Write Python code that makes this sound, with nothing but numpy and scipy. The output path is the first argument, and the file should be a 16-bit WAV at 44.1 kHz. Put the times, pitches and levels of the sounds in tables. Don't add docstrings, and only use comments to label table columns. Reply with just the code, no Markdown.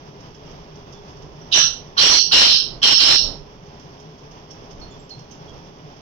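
import sys
import numpy as np
from scipy import signal
from scipy.fft import rfft, irfft, next_fast_len
from scipy.io import wavfile
from scipy.ndimage import uniform_filter1d, minimum_filter1d

SR = 44100
rng = np.random.default_rng(int(sys.argv[2]) if len(sys.argv) > 2 else 0)


def int16_out(signal):
    q = np.round(np.clip(np.atleast_2d(signal).T, -1, 1) * 32767)
    wavfile.write(sys.argv[1], SR, q.astype(np.int16))


def attenuation_scalar(level_db):
    decades = np.asarray(level_db, float) / 20
    return 10 ** decades


N = 265030
RIGHT_LAG = 14


def times():
    return np.arange(N) / SR


def rms_one(x):
    return x / np.sqrt(np.mean(x ** 2) + 1e-20)


def at_bins(points, size):
    hz, value = np.transpose(points)
    bin_hz = np.arange(size // 2 + 1) * SR / size
    return np.interp(np.log(bin_hz + 1), np.log(hz), value)


def colour(x, points):
    size = next_fast_len(N)
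    spectrum = rfft(x, size) * attenuation_scalar(at_bins(points, size))
    return irfft(spectrum, size)[..., :N]


def drift(rate_hz, channels=1):
    pole = np.exp(-2 * np.pi * rate_hz / SR)
    noise = rng.standard_normal((channels, N + SR))
    slow = signal.lfilter([1], [1, -2 * pole, pole * pole], noise)
    return rms_one(slow[:, SR:])


def resonate(x, hz, width_hz):
    turn = np.exp(2j * np.pi * np.cumsum(hz + np.zeros(N)) / SR)
    pole = np.exp(-np.pi * width_hz / SR)
    envelope = signal.lfilter([1], [1, -2 * pole, pole * pole], x / turn)
    return rms_one(np.real(turn * envelope))


def fan_air():
    # frequency in Hz, density in dB per Hz before slow fluctuation.
    air_spectrum = [(25, -71), (90, -67), (250, -69), (520, -72), (1000, -74.5), (1350, -82.5), (2200, -86),
                    (4000, -84.5), (8000, -106.5), (16000, -100)]
    # centre in Hz, width in Hz, level in dB before the throb,
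    # throb depth in dB either way, time of a throb peak in seconds.
    hum_bands = [(150.3, 57, -49, 6.5, 0.08), (412, 64, -52.5, 3, 0.11)]
    # frequency in Hz, correlation from 0 to 1.
    ear_likeness = [(60, 0.86), (240, 1), (950, 0.44), (3770, 0.01), (15000, 0.03)]
    turns_per_s = 4.5
    size = next_fast_len(N)
    alike = np.clip(at_bins(ear_likeness, size), -1, 1)
    mid, side = rfft(rng.standard_normal((2, size)))
    shared = np.sqrt((1 + alike) / 2) * mid
    opposed = np.sqrt((1 - alike) / 2) * side * [[1], [-1]]
    white = irfft(shared + opposed, size)[:, :N]
    out = colour(white, air_spectrum) * np.sqrt(SR / 2) * attenuation_scalar(1.2 * drift(6.4))
    for hz, width_hz, hum_db, throb_db, peak_s in hum_bands:
        throb = throb_db * np.cos(2 * np.pi * turns_per_s * (times() - peak_s))
        out += attenuation_scalar(hum_db + throb) * resonate(white, hz, width_hz)
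    return out


def draught():
    # time of the peak in seconds,
    # level in dB before the port offsets, slope up and down in dB per second.
    port_gusts = [(.5, -47, 64), (.95, -50, 88), (1.27, -39, 111), (1.68, -40.5, 92), (2.13, -48.5, 85),
                  (2.73, -36, 82), (3.25, -28, 91), (4.8, -40.5, 49), (5.52, -40, 106)]
    calm_db = -61
    noise = rng.standard_normal((2, N)) + 1.64 * rng.standard_normal(N)
    rumble = rms_one(colour(noise, [(12, -25), (28, 1), (70, -10.0), (160, -19.0), (500, -18),
                                    (1300, -31.0), (16000, -120)]))
    strength = attenuation_scalar(calm_db)
    for s, peak_db, slope in port_gusts:
        strength = strength + attenuation_scalar(peak_db - slope * np.abs(times() - s))
    port_db = [[-2.0], [2.5]]
    return rumble * strength * attenuation_scalar(2.1 * drift(6.7, channels=2) + port_db)


def fan_ticks():
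    # time in seconds, strength in dB before smearing and colouring.
    loud_ticks = [(0.2049, -49), (0.3466, -49), (0.511, -52), (0.7552, -51), (0.9253, -44.5), (1.1687, -54),
                  (1.2216, -49), (3.7962, -48.5), (3.9987, -47), (4.1843, -50), (4.313, -47), (4.509, -44),
                  (4.7086, -45.5), (4.7984, -51), (5.0933, -44.5), (5.1911, -46), (5.3102, -45.5),
                  (5.49, -50), (5.6634, -53), (5.9637, -53)]
    faint_per_s, faint_db, faint_spread_db = 3, -57, 3
    struck = rng.random(N) < faint_per_s / SR
    knocks = struck * attenuation_scalar(faint_db + faint_spread_db * rng.standard_normal(N))
    for s, tick_db in loud_ticks:
        knocks[round(s * SR)] = attenuation_scalar(tick_db)
    decay_s = 0.012
    shape = signal.lfilter([1], [1, -np.exp(-1 / (decay_s * SR))], knocks + 1e-18)
    shape = uniform_filter1d(shape, size=260)
    noise = rng.standard_normal(N)
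    return shape * colour(noise, [(1500, -30.0), (3000, 9.5), (6000, 4.5), (16000, -15)])


def fan_squeaks():
    # start in seconds, peak level in dB at the source, starting pitch in Hz,
    # time to the final fade in seconds.
    bearing_squeaks = [(0.94, -49, 3500, 0.037), (1.41, -53.5, 5790, 0.016), (4.503, -51, 5540, 0.021),
                       (4.812, -34.5, 4340, 0.034), (4.906, -49.5, 3500, 0.043), (4.906, -45, 6970, 0.011),
                       (4.992, -40.5, 7420, 0.02), (5.103, -28.5, 4260, 0.032), (5.307, -48.5, 6320, 0.015),
                       (5.476, -48.5, 3340, 0.039)]
    out = np.zeros(N)
    wobble = .5 * drift(140)[0]
    for s, squeak_db, hz, length in bearing_squeaks:
        shape = np.interp(times(), [s, s + .004, s + length, s + length + .01], [0, 1, .6, 0])
        age = times() - s
        phase = 2 * np.pi * hz * age * (1 - 0.31 * age)
        out += attenuation_scalar(squeak_db) * shape * np.sin(phase + wobble)
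    return out


def bird():
    # start in seconds, length in seconds, level in dB,
    # seconds until the high band is full, fade of the middle band over the call in dB.
    call_effort = [(1.512, .09, -5, 0.041, 18.5), (1.966, .2, -5.5, .04, 12), (2.309, 0.24, -5, 0.027, 10),
                   (2.816, 0.11, -4.5, 0.036, 10), (2.982, 0.16, -6, 0.061, 5)]
    # low band in Hz, high band in Hz at the start, and at the end,
    # opening cluck in dB, closing cluck in dB, overtone gain in dB.
    call_colour = [(3018, 6150, 5850, -63, -29, -17.5), (3237, 5440, 5650, -22, -51, -26.5),
                   (3150, 5320, 5170, -26.5, -43.5, -28.5), (3110, 5470, 5360, -26.5, -44, -25),
                   (3127, 5250, 5440, -30.5, -42, -27.5)]
    # level in dB against the call, dB under that at the opening.
    voice_bands = [(-5, 25), (3, 41.5), (-4, 43)]
    pulses_per_s, pulse_jitter, breath_share = 240, .35, 0.52
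    middle_ratio = 1.3125
    widths_hz = [560, 500, 380]
    low_rise_s, middle_rise_s = 0.016, .013
    low_fade_db, high_fade_db = 11.5, 14.5
    wander = .02
    surge_db, surges_per_s = 3.5, 29.4
    lowest_hz, lowest_width_hz, lowest_held_db = 1480, 520, -66
    cluck_from_hz, cluck_rise_s = 1210, 0.0046
    cluck_sink_db_per_s, shut_swell_db_per_s = 1300, 157

    cycle = np.cumsum(pulses_per_s * np.exp(pulse_jitter * drift(90)[0])) / SR
    clicks = np.diff(np.floor(cycle), prepend=0)
    pulses = rms_one(clicks * attenuation_scalar(1.8 * rng.standard_normal(N)))
    breath = rms_one(rng.standard_normal(N) * np.exp(-1.5 * (cycle % 1)))
    source = (1 - breath_share) * pulses + breath_share * breath

    effort, tint = np.array(call_effort), np.array(call_colour)
    now = np.maximum(np.searchsorted(effort[:, 0], times()) - 1, 0)
    s, length, call_db, high_rise_s, middle_fade_db = effort[now].T
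    low_hz, start_hz, end_hz, cluck_db, shut_db, overtone_db = tint[now].T
    age = np.maximum(times() - s, 0)
    done = np.minimum(age / length, 1)

    high_hz = start_hz + (end_hz - start_hz) * done
    centres = [low_hz, middle_ratio * low_hz, high_hz]
    rises = [low_rise_s, middle_rise_s, high_rise_s]
    fades = [low_fade_db, middle_fade_db, high_fade_db]
    upper = 0
    for hz, width_hz, rise_s, fade_db, (band_db, open_db) in zip(centres, widths_hz, rises, fades, voice_bands):
        opening_db = -open_db * np.maximum(1 - age / rise_s, 0)
        level_db = call_db + band_db + opening_db - fade_db * done + surge_db * drift(surges_per_s)[0]
        centre_hz = hz * (1 + wander * drift(23.6)[0])
        upper = upper + attenuation_scalar(level_db) * resonate(source, centre_hz, width_hz)
    throat = signal.butter(4, [2650, 6300], "band", fs=SR, output="sos")
    upper = signal.sosfilt(throat, upper)
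    beak = signal.butter(6, 6800, "high", fs=SR, output="sos")
    overtones = signal.sosfilt(beak, attenuation_scalar(overtone_db) * upper ** 2)

    opening = attenuation_scalar(cluck_db - cluck_sink_db_per_s * np.abs(age - cluck_rise_s))
    shutting = attenuation_scalar(shut_db - shut_swell_db_per_s * (1 - done) * length)
    lowest_gain = opening + attenuation_scalar(lowest_held_db) + shutting
    slide_hz = np.interp(age, [0, 2 * cluck_rise_s], [cluck_from_hz, lowest_hz])
    lowest = lowest_gain * resonate(source, slide_hz, lowest_width_hz)
    lowest = signal.sosfilt(signal.butter(4, 1000, "high", fs=SR, output="sos"), lowest)

    sounding = np.clip(np.minimum(age / .003, 1 - (age - length) / .018), 0, 1)
    return (upper + overtones + lowest) * sounding


def room(x, direct_db, walls_db):
    room_t60_s, treble_t60_s = 0.32, 0.27
    t = np.arange(SR // 2) / SR
    noise = rng.standard_normal((2, len(t)))
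    treble = signal.sosfiltfilt(signal.butter(3, 7000, "high", fs=SR, output="sos"), noise)
    tail = (noise - treble) * attenuation_scalar(-60 * t / room_t60_s) + treble * attenuation_scalar(-60 * t / treble_t60_s)
    tail = tail * np.clip(t / 0.0028 - 1, 0, 1)
    response = attenuation_scalar(walls_db) * tail / np.sqrt(np.sum(tail ** 2, axis=1, keepdims=True))
    response[[0, 1], [0, RIGHT_LAG]] = attenuation_scalar(direct_db)
    return signal.fftconvolve(x[None], response, axes=1)[:, :N]


def scene():
    air = fan_air()
    air[1] = np.roll(air[1], RIGHT_LAG)
    rattle = room(fan_ticks() + fan_squeaks(), direct_db=2.0, walls_db=-2.5)
    calls = room(bird(), direct_db=-1.0, walls_db=8.0)
    return air + draught() + rattle + calls


def overload(x):
    # frequency in Hz, gain in dB.
    crackle_colour = [(60, 4), (500, 4), (5000, 6), (7000, -3.5), (9000, -14.5), (12000, -23.5),
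                      (16000, -27.5)]
    onset_db, knee_db = -5, 10
    crackle_db = -4
    level_db = 10 * np.log10(np.maximum(uniform_filter1d(x ** 2, size=200), 1e-12))
    unstable = np.clip((level_db - onset_db) / knee_db, 0, 1)
    grains = rms_one(rng.standard_normal(N) * attenuation_scalar(1.3 * drift(210)[0]))
    return x + colour(unstable * attenuation_scalar(level_db + crackle_db) * grains, crackle_colour)


def gain_control(x, ceiling_db, release_db_per_s, size):
    level = 20 * np.log10(np.abs(x) + 1e-9)
    slope = release_db_per_s * times()
    held_peak = np.maximum.accumulate(level + slope, axis=1) - slope
    cut = np.minimum(ceiling_db - held_peak, 0)
    early_cut = minimum_filter1d(cut, size=size, axis=1)
    return x * attenuation_scalar(uniform_filter1d(early_cut, size=size, axis=1))


def low_pass(x):
    return signal.sosfilt(signal.butter(12, 16320, fs=SR, output="sos"), x)


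def record(dry):
    # frequency in Hz, gain in dB.
    left_response = [(2200, -3), (3400, -10.5), (4200, -18.5), (5000, -13.5), (5700, -28.5), (6150, -37.5),
                     (7200, -26.5), (12000, -15.5), (15500, -13)]
    right_response = [(2200, -2.5), (3400, 1.5), (4000, -8.5), (5400, 12), (6200, 10), (7200, -9.5),
                      (8000, -18), (9000, -35), (11000, -14), (15500, -14)]
    left = colour(dry[0], left_response)
    right = overload(colour(dry[1], right_response))
    mix = gain_control(np.array([left, right]), ceiling_db=9.0, release_db_per_s=45, size=150)
    mix = gain_control(mix, ceiling_db=-1.3, release_db_per_s=900, size=90)
    return low_pass(mix)


dry = scene()
out = record(dry)
int16_out(out)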